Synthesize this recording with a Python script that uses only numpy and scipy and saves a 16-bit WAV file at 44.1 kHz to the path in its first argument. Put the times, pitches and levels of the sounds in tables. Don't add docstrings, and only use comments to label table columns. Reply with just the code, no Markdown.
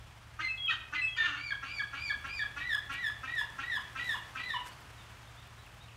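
import sys
import numpy as np
from scipy import signal
from scipy.fft import rfft, irfft, next_fast_len
from scipy.io import wavfile
from scipy.ndimage import uniform_filter1d, map_coordinates

SR = 44100
rng = np.random.default_rng(int(sys.argv[2]) if len(sys.argv) > 2 else 0)


def file_out(sig):
    cols = np.atleast_2d(sig).T
    lim = np.clip(cols, -1, 1)
    pcm = np.round(lim * 32767).astype(np.int16)
    wavfile.write(sys.argv[1], SR, pcm)


N = 262836


def amp(db):
    return 10 ** (np.asarray(db) / 20)


def evened(x):
    return x / np.sqrt(np.mean(x ** 2) + 1e-20)


def read(points, hz):
    f, value = np.transpose(points)
    return np.interp(np.log(hz + 1), np.log(f + 1), value)


def add(mix, s, sound):
    part = mix[max(round(s * SR), 0):][:len(sound)]
    part += sound[:len(part)]


def noise(colour):
    spectrum = rfft(rng.standard_normal(N))
    return evened(irfft(spectrum * amp(read(colour, np.fft.rfftfreq(N, 1 / SR))), N))


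def wander(size, hz):
    span = next_fast_len(max(size, SR))
    f = np.fft.rfftfreq(span, 1 / SR)
    return evened(irfft(rfft(rng.standard_normal(span)) / (1 + (f / hz) ** 4), span))[:size]


def resonate(x, hz, width):
    turn = np.exp(2j * np.pi * np.cumsum(hz * np.ones(len(x))) / SR)
    r = np.exp(-np.pi * width / SR)
    return 2 * (turn * signal.lfilter([1 - r], [1, -r], x / turn)).real


def gull():
    # start in s, length in s, pitch in Hz,
    # sag at the end in Hz, level in dB, swell over the note in dB, second harmonic in dB re fundamental,
    # upper harmonics in dB before their roll-off, buzz in Hz, buzz depth 0-1.
    squeal_notes = [(.425, .048, 2075, 15, -29.5, 4, -12, -28, 330, .1),
                    (.485, .042, 2606, 16, -32, -1, -35, -43, 0, 0),
                    (.578, .103, 3303, 300, -33.5, 7, -48, -60, 0, 0),
                    (.683, .019, 2560, 110, -25, -3, -39, -51, 1280, .1),
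                    (.703, .015, 1925, 132, -28.5, 0, -7.5, -31, 620, .5),
                    (.719, .003, 1564, 40, -36, 0, 0, -26, 400, .5),
                    (.735, .005, 1300, 60, -42, -3, -17, -34, 330, .5),
                    (.96, .047, 2025, 5, -30, -3, -20, -41, 330, .15),
                    (1.018, .053, 2605, 6, -27, -1, -33, -36, 0, 0),
                    (1.079, .082, 3300, 380, -42, -7, -30, -33, 0, 0),
                    (1.167, .022, 2350, 55, -40, -3, -10, -27, 580, .3),
                    (1.177, .056, 1802, 25, -26.5, 11, -11, -42, 500, .1),
                    (1.242, .018, 1745, 70, -32, -5, -13, -38, 350, .5)]
    # start in s, time to the crest in s, crest to break in s, crest pitch in Hz
    # before rounding, level in dB, pitch in Hz at the break before slip and fall, level after it in dB,
    # length after it in s, closing rattle in dB before its cut.
    shrill_yelps = [(1.37, 0.086, 0.052, 2414, -37.5, 1680, -27.5, .018, -39.5),
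                    (1.665, 0.079, 0.051, 2452, -37, 1698, -29, 0.02, -39),
                    (1.976, .072, .05, 2457, -34.5, 1711, -26.5, .022, -40),
                    (2.292, .061, 0.041, 2495, -35, 1790, -28, 0.04, -43)]
    # start in s, time to the crest in s, crest to break in s, crest pitch in Hz
    # before rounding, level in dB, push on the way down in dB, climb in Hz per s, second harmonic on the
    # climb in dB re fundamental, pitch in Hz at the break before its sag, level after it in dB,
    # length after it in s, closing rattle in dB before its cut.
    full_yelps = [(2.606, 0.073, 0.075, 2008, -37.5, 8, 1860, -14.5, 1100, -47, 0.01, -42),
                  (2.945, .072, 0.07, 1993, -36, 6.5, 1635, -17.5, 1120, -46, 0.0096, -45),
                  (3.278, 0.073, 0.064, 1968, -35, 5.5, 1480, -17, 1060, -40.5, 0.014, -50),
                  (3.632, 0.069, 0.072, 1988, -35.5, 6.5, 1680, -15, 1113, -38, 0.012, -42.5),
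                  (3.999, .072, .074, 1999, -35, 3.5, 995, -10.5, 1098, -38.5, 0.014, -43),
                  (4.399, .076, 0.065, 2027, -37.5, 2.5, 1200, -7, 1136, -31, 0.032, -49)]
    # start in s, level in dB, length in s,
    # starting pulses per s, push as the bill opens in dB.
    creak_rows = [(0.391, -32, 0.042, 306, 0), (0.926, -31.5, 0.052, 292, -2), (1.626, -42.5, 0.11, 270, 5),
                  (1.929, -39.5, 0.086, 275, 1.5), (2.241, -44, 0.086, 270, 8),
                  (2.565, -41.5, 0.082, 282, 6.5), (2.895, -37.5, 0.079, 274, 3),
                  (3.232, -44.5, 0.105, 258, 9.5), (3.585, -39, 0.063, 270, 5.5),
                  (3.953, -37, 0.075, 262, 0.5), (4.35, -36.5, 0.076, 258, -0.5)]
    # time in s, level in dB, pulses per s,
    # bill opening 0-1, roughness (held to 0-1).
    squawk_tables = [
        [(.68, -68, 1380, 0, 0), (.688, -45, 1290, .2, .3), (.699, -34.5, 1370, .5, 0.1),
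         (.705, -42, 630, 0.56, .6), (.722, -36.5, 514, 0.4, 1.1), (.728, -41, 376, 0.6, 0.7),
         (.736, -35, 300, 0.1, 0.5), (.745, -47, 230, .4, .6), (.757, -58, 240, 0.4, .8)],
        [(1.163, -48, 453, 0.7, 0.4), (1.175, -38, 500, 1, 0.42), (1.222, -43, 468, 0.9, 0.38),
         (1.236, -38, 354, 0.8, 0.3), (1.26, -36.5, 356, 0.9, 0.5), (1.285, -36.5, 297, 0.2, 0.7),
         (1.335, -44, 275, 0.1, 1), (1.39, -45, 300, 0.5, 0.8), (1.42, -54, 250, 0.56, 0.6)],
    ]
    early_s = 0.00044
    out = np.zeros(N)
    for row in squeal_notes:
        add(out, *squeal(*row))
    for yelps, note, broken in ((shrill_yelps, shrill_note, shrill_break), (full_yelps, full_note, full_break)):
        for s, rise, fall, *voice, low_hz, low_db, low_length, shut_db in yelps:
            break_at = s + rise + fall
            add(out, *note(s, rise, fall - early_s, *voice))
            add(out, *broken(break_at, low_length, low_hz, low_db))
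            add(out, *shut(break_at + low_length, shut_db))
    for row in creak_rows:
        add(out, *creak(*row))
    for rows in squawk_tables:
        add(out, *squawk(rows))
    return out


def squeal(s, length, hz, sag_hz, db, swell_db, second_db, upper_db, buzz_hz, buzz,
           overshoot=0.014, settle_s=0.012, sag_s=0.0094, ends_db=-3, buzz_jitter=0.043):
    t = np.arange(int(length * SR)) / SR
    u = t / length
    pitch = hz * (1 + overshoot * np.exp(-t / settle_s)) - sag_hz * np.exp((t - length) / sag_s)
    effort_db = db + swell_db * (u - .5) + ends_db * (2 * u - 1) ** 2
    start, note = tone(s, pitch, effort_db, second_db, upper_db)
    turns = np.cumsum(buzz_hz * (1 + buzz_jitter * wander(len(note), 120))) / SR
    return start, note * (1 + buzz * np.cos(2 * np.pi * turns))


def arch(rise, fall, crest_hz, climb_hz_per_s, sag, sag_s):
    t = np.arange(-rise, fall, 1 / SR)
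    climb = climb_hz_per_s * np.minimum(t, 0)
    drop = crest_hz * sag * (1 - np.exp(-np.maximum(t, 0) / sag_s))
    return t, uniform_filter1d(crest_hz + climb - drop, int(.016 * SR), mode="nearest")


def shrill_note(s, rise, fall, crest_hz, db, start_db=-9, crest_db=-2, break_db=-3,
                second_start_db=-9, second_crest_db=-9, second_sag_db=-2, second_break_db=-6,
                upper_start_db=-40, upper_crest_db=-30, upper_break_db=-25, brighten_s=0.035):
    t, hz = arch(rise, fall, crest_hz, climb_hz_per_s=2600, sag=0.094, sag_s=0.0213)
    effort_db = db + np.interp(t, [-rise, 0, fall], [start_db, crest_db, break_db])
    second_db = np.interp(t, [-rise, 0, brighten_s, fall],
                          [second_start_db, second_crest_db, second_sag_db, second_break_db])
    upper_db = np.interp(t, [-rise, 0, fall], [upper_start_db, upper_crest_db, upper_break_db])
    return tone(s, hz, effort_db, second_db, upper_db, jitter=0.0023)


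def shrill_break(s, length, hz, db, fall_hz_per_s=3300, slip=0.04, slip_s=0.0052, ends_db=-3,
                 second_db=-11, upper_db=-34):
    t = np.arange(int(length * SR)) / SR
    pitch = hz * (1 + slip * np.exp(-t / slip_s)) - fall_hz_per_s * t
    effort_db = db + ends_db * (2 * t / length - 1) ** 2
    return tone(s, pitch, effort_db, second_db, upper_db, rise_cycles=3.92, fall_cycles=15, jitter=0.004)


def full_note(s, rise, fall, crest_hz, db, push_db, climb_hz_per_s, second_climb_db,
              push_s=0.017, ease_db=-3, ease_at=0.038, ease_s=0.025, choke_db=-6, choke_s=.006,
              second_start_db=-18, second_break_db=-6, upper_climb_db=-35, upper_break_db=-18):
    t, hz = arch(rise, fall, crest_hz, climb_hz_per_s, sag=.225, sag_s=.056)
    ease = ease_db * np.exp(-((t + ease_at) / ease_s) ** 2)
    push = push_db * (1 - np.exp(-(np.maximum(t, 0) / push_s) ** 2))
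    choke = choke_db * np.exp((t - fall) / choke_s)
    second_db = np.interp(t, [-rise, -ease_at, 0, fall],
                          [second_start_db, second_climb_db, second_climb_db, second_break_db])
    upper_db = np.interp(t, [-ease_at, fall], [upper_climb_db, upper_break_db])
    return tone(s, hz, db + ease + push + choke, second_db, upper_db)


def full_break(s, length, hz, db, sag=0.1423, sag_s=0.00634, fade_db=-2, second_db=-15,
               upper_db=-36, upper_start_db=-47, rattle_s=0.0116):
    t = np.arange(int(length * SR)) / SR
    rattle = rattle_s / length
    unsettled = np.exp(-t / sag_s)
    pitch = hz * (1 - sag * (1 - unsettled))
    upper = upper_db + (upper_start_db - upper_db) * unsettled
    return tone(s, pitch, db + fade_db * t / length, second_db, upper,
                rise_cycles=4, fall_cycles=15.6, jitter=.0035 * rattle, growl=.35 * rattle)


def tone(s, hz, db, second_db, upper_db, rise_cycles=11, fall_cycles=19, jitter=0.0027, slackness=2.42,
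         shimmer_db=1.5, level_db=-1.0, thinning_db=10, half_db=-19, flutter=0.2, fray=0.27,
         growl=0.33, growl_db=-2):
    # frequency in Hz, level in dB.
    overtones = [(3000, 33), (5200, -2), (7000, -10.5), (8800, -10), (9600, -11.5), (10400, -19),
                 (12000, -11.5), (15000, -34)]
    rise, fall = int(rise_cycles * SR / hz[0]), int(fall_cycles * SR / hz[-1])
    gate = np.concatenate([np.linspace(0, 1, rise), np.ones(len(hz)), np.linspace(1, 0, fall)])
    columns = np.broadcast_arrays(hz, db, second_db, upper_db)
    hz, db, second_db, upper_db = (np.pad(c, (rise, fall), "edge") for c in columns)
    size = len(hz)
    unsteady = jitter * (2400 / hz) ** slackness
    phase = 2 * np.pi * np.cumsum(hz * (1 + unsteady * wander(size, 177))) / SR
    taut = np.clip((hz - 1950) / 350, 0, 1)
    slack = 1 - taut
    second = np.sin(2 * phase + fray * slack * wander(size, 260)) * (1 + flutter * slack * wander(size, 760))
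    wave = np.sin(phase) + amp(second_db) * second
    for k in range(3, 9):
        harmonic_db = upper_db + read(overtones, k * hz) - thinning_db * taut * (k - 4.5)
        wave += amp(harmonic_db) * np.sin(k * phase) * (k * hz < SR / 2)
    between = np.exp(-((hz - 2300) / 70) ** 2)
    wave += between * amp(half_db + second_db) * sum(np.sin((k + .5) * phase) for k in range(3))
    if hz[0] < 1300:
        wave *= amp(growl_db) * (1 + growl * wander(size, 200))
    shimmer = shimmer_db * (2.0 - 0.96 * taut) * wander(size, 80)
    return s - rise / SR, gate * amp(level_db + db + shimmer) * wave


def creak(s, db, length, rate, push_db, speed_up=.14, fade_db=-8, attack=.013,
          opens_after=.016, opens_in=0.016, push_at=0.0078, push_width=0.02, lift_start=0.94, lift_end=1.064):
    rough_ends = (.2, .7)
    t = np.arange(int(length * SR)) / SR
    u = t / length
    rough = np.interp(u, [0, 1], rough_ends)
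    lift = np.interp(u, [0, 1], [lift_start, lift_end])
    pulses = rasp(rate * (1 + speed_up * u ** 2), (t - opens_after) / opens_in, rough, lift, jitter=.035)
    sweep_hz = np.interp((t / .031) ** 2, [0, 1], (1250, 2560))
    pulses = evened(pulses + amp(3) * resonate(pulses, sweep_hz, 230))
    effort_db = db + fade_db * u + push_db * np.exp(-((t - push_at) / push_width) ** 2)
    gate = np.minimum(1, t / attack) * np.minimum(1, 6 * (1 - u))
    return s - attack / 4, amp(effort_db) * gate * pulses


def squawk(rows, hiss_db=-23, bend=0.047, bend_hz=25):
    # frequency in Hz, relative density in dB per Hz.
    bill_hiss = [(2000, -18), (4500, -15), (6500, 19), (7500, -13), (9000, -25), (16000, -30)]
    # frequency in Hz before bending, width in Hz, level in dB.
    throat_ring = [(1480, 110, -8), (2840, 160, 2)]
    s, *columns = np.transpose(rows)
    t = np.arange(s[0], s[-1], 1 / SR)
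    db, rate, opening, rough = (np.interp(t, s, c) for c in columns)
    rough = np.clip(rough, 0, 1)
    lift = 1 + bend * rough * wander(len(t), bend_hz)
    voiced = rasp(rate, opening, rough, lift, jitter=0.028, breath=.55)
    ring = sum(amp(ring_db) * resonate(voiced, hz * lift, width) for hz, width, ring_db in throat_ring)
    hiss = amp(hiss_db) * opening ** 2 * noise(bill_hiss)[:len(t)]
    return s[0], amp(db) * (evened(voiced + ring) + hiss) * signal.windows.tukey(len(t), .04)


def shut(s, db, length=.022, rate=270, slow_down=0.314, lift_start=0.93, lift_end=0.86, cut_db=-3):
    u = np.linspace(0, 1, int(length * SR))
    lift = np.interp(u, [0, 1], [lift_start, lift_end])
    rattle = rasp(rate * (1 - slow_down * u), 0 * u, .5, lift, top_hz=1700)
    return s - length / 4, amp(db + cut_db) * np.sin(np.pi * u) * rattle


def rasp(rate, opening, rough, lift, jitter=.018, uneven_db=3.0, breath=1.0, top_hz=7800):
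    # frequency in Hz before the lift,
    # width in Hz of each of two passes, level in dB.
    throat_shut = [(280, 74, -12.5), (1335, 180, -1), (1520, 730, 1), (2680, 170, 1.5), (6020, 620, -16)]
    throat_open = [(263, 420, -8.5), (1345, 426, 7.5), (2386, 280, 8.5), (2730, 900, 6), (4410, 144, -1),
                   (6300, 310, -12)]
    size = len(rate)
    turns = np.cumsum(rate * (1 + rough * jitter * wander(size, 150))) / SR
    slaps = evened(np.diff(np.floor(turns), prepend=-1) / np.sqrt(rate))
    puffs = evened(np.exp(-(turns % 1) / 0.84) * rng.standard_normal(size))
    drive = (slaps + rough * breath * puffs) * amp(rough * uneven_db * wander(size, 160))

    def ring(throat):
        return evened(sum(amp(db) * resonate(resonate(drive, hz * lift, width), hz * lift, width)
                          for hz, width, db in throat))

    opening = np.clip(opening, 0, 1)
    voiced = np.sqrt(1 - opening) * ring(throat_shut) + np.sqrt(opening) * ring(throat_open)
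    return signal.sosfilt(signal.butter(4, top_hz, fs=SR, output="sos"), voiced)


def water_echo(x):
    # time in s, delay in s, level in dB.
    lag_rows = [(0, .011, -28), (1.2, 0.014, -14.5), (1.8, 0.033, -11.5), (3.001, 0.042, -13.5),
                (4, 0.042, -14), (4.55, 0.047, -7)]
    t = np.arange(N) / SR
    s, *columns = np.transpose(lag_rows)
    delay, db = (np.interp(t, s, c) for c in columns)
    return amp(db) * map_coordinates(x, [(t - delay) * SR], order=3)


def shore_echo(x, tail_db=-12, scatter_s=0.0014):
    # delay in s, level in dB.
    reflections = [(.0072, -28.5), (.027, -21.5), (.031, -12.5), (.041, -16), (.055, -20.5)]
    # frequency in Hz, time to fall 60 dB in s.
    tail_decay = [(300, 0.68), (1500, 0.53), (3000, 0.48), (6000, 0.28), (12000, 0.1)]
    # frequency in Hz, width in Hz, added level in dB.
    bright_bands = [(2336, 107, 2.5), (3840, 870, -1)]
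    sparse = rng.standard_normal(SR) * (rng.random(SR) < 2000 / SR)
    hz, t, z = signal.stft(sparse, SR, nperseg=256)
    tail = signal.istft(z * amp(-60 * t / read(tail_decay, hz)[:, None]), SR, nperseg=256)[1]
    response = np.zeros(SR)
    add(response, .012, amp(tail_db) * tail / np.linalg.norm(tail))
    t = np.arange(500) / SR
    for delay, db in reflections:
        face = (t == 0) + 0.054 * rng.standard_normal(len(t)) * np.exp(-t / scatter_s)
        add(response, delay, amp(db) * face / np.linalg.norm(face))
    thrown = x + sum(amp(db) * resonate(x, hz, width) for hz, width, db in bright_bands)
    return signal.fftconvolve(thrown, response)[:N]


def far_bird():
    # start in s, length in s, start pitch in Hz, end pitch in Hz, level in dB.
    pipe_notes = [(4.712, .028, 4380, 4560, -60), (4.974, .052, 3980, 3490, -58),
                  (5.268, .021, 3770, 3580, -60), (5.366, .043, 3280, 3770, -57),
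                  (5.463, .023, 3780, 3340, -59), (5.58, .03, 3650, 4020, -60.5),
                  (5.659, .02, 3060, 2460, -54.5), (5.802, .034, 3500, 3860, -56),
                  (5.88, .025, 3400, 2440, -55)]
    out = np.zeros(N)
    for s, length, start_hz, end_hz, db in pipe_notes:
        u = np.linspace(0, 1, int(length * SR))
        hz = end_hz + (start_hz - end_hz) * (1 - u) ** 1.63
        pipe = np.sin(2 * np.pi * np.cumsum(hz) / SR)
        add(out, s, amp(db) * signal.windows.tukey(len(u), .6) * pipe)
    return out


def rustles(grain_db=3):
    # start in s, level in dB, length in s.
    swells = [(2.91, -54, .05), (3.348, -52, .012), (3.37, -56, .08), (3.498, -55, .008), (3.80, -57, .03),
              (4.0, -53, .22), (4.648, -49.5, .055)]
    # frequency in Hz, relative density in dB per Hz.
    rustle_colour = [(500, 10.5), (1500, 16), (4000, 3.5), (8000, 5.5), (10300, 0.5), (12500, 0),
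                     (16000, -14)]
    level = np.zeros(N)
    for s, db, length in swells:
        add(level, s, amp(db) * signal.windows.tukey(int(length * SR), .8))
    return level * evened(noise(rustle_colour) * amp(grain_db * wander(N, 390)))


def ticks(per_s=7, db=-60, spread_db=3, ring_s=0.0012):
    strength = amp(db + spread_db * np.clip(rng.standard_normal(N), -2, 2))
    clicks = (rng.random(N) < per_s / SR) * strength
    level = signal.lfilter([1], [1, -np.exp(-1 / (ring_s * SR))], clicks)
    return level * evened(np.diff(rng.standard_normal(N + 1)))


def motor(shaft_hz=12.55, drift=0.0052, waver_db=2):
    # multiple of the shaft rate, rms level in dB before wavering.
    orders = [(4, -66), (5, -69), (6, -63.5), (7, -82), (8, -88), (9, -60), (10, -67), (11, -71.5)]
    turns = np.cumsum(shaft_hz * (1 + drift * wander(N, 2.3))) / SR
    out = np.zeros(N)
    for k, db in orders:
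        level = amp(db + waver_db * wander(N, 13.0)) * np.sqrt(2)
        out += level * np.sin(2 * np.pi * (k * turns + rng.random()))
    return out


def wash(level_db=-58, flutter_db=.8, rumble_edge_hz=90):
    # frequency in Hz, relative density in dB per Hz.
    shore_colour = [(15, -50), (25, -13), (59, 1), (116, -4), (209, -10.5), (233, -13), (495, -15.5),
                    (722, -11), (1240, -9.5), (1710, -12), (3340, -16), (3720, -20), (4750, -22),
                    (8580, -28), (15500, -38)]
    # time in s, gain of the wash in dB, gain of the rumble in dB.
    swell = [(0, 2, 7), (1.3, 1, -4.5), (2.2, 4.5, 6.5), (3, 4, 4), (3.999, 6.5, -18), (4.7, 5.5, -8),
             (5.96, 2, 3)]
    air = amp(level_db) * noise(shore_colour)
    rumble = signal.sosfiltfilt(signal.butter(2, rumble_edge_hz, fs=SR, output="sos"), air)
    s, *columns = np.transpose(swell)
    wash_db, rumble_db = (np.interp(np.arange(N) / SR, s, c) for c in columns)
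    return amp(rumble_db) * rumble + (air - rumble) * amp(wash_db + flutter_db * wander(N, 39))


def scene():
    near = gull()
    birds = near + far_bird()
    echoes = water_echo(near) + shore_echo(birds)
    return (birds + echoes + rustles() + ticks() + motor() + wash())[None]


def record(dry):
    band = signal.firwin(511, 15720, window=("kaiser", 9), fs=SR)
    return signal.oaconvolve(dry, band[None], "same")


dry = scene()
out = record(dry)
file_out(out)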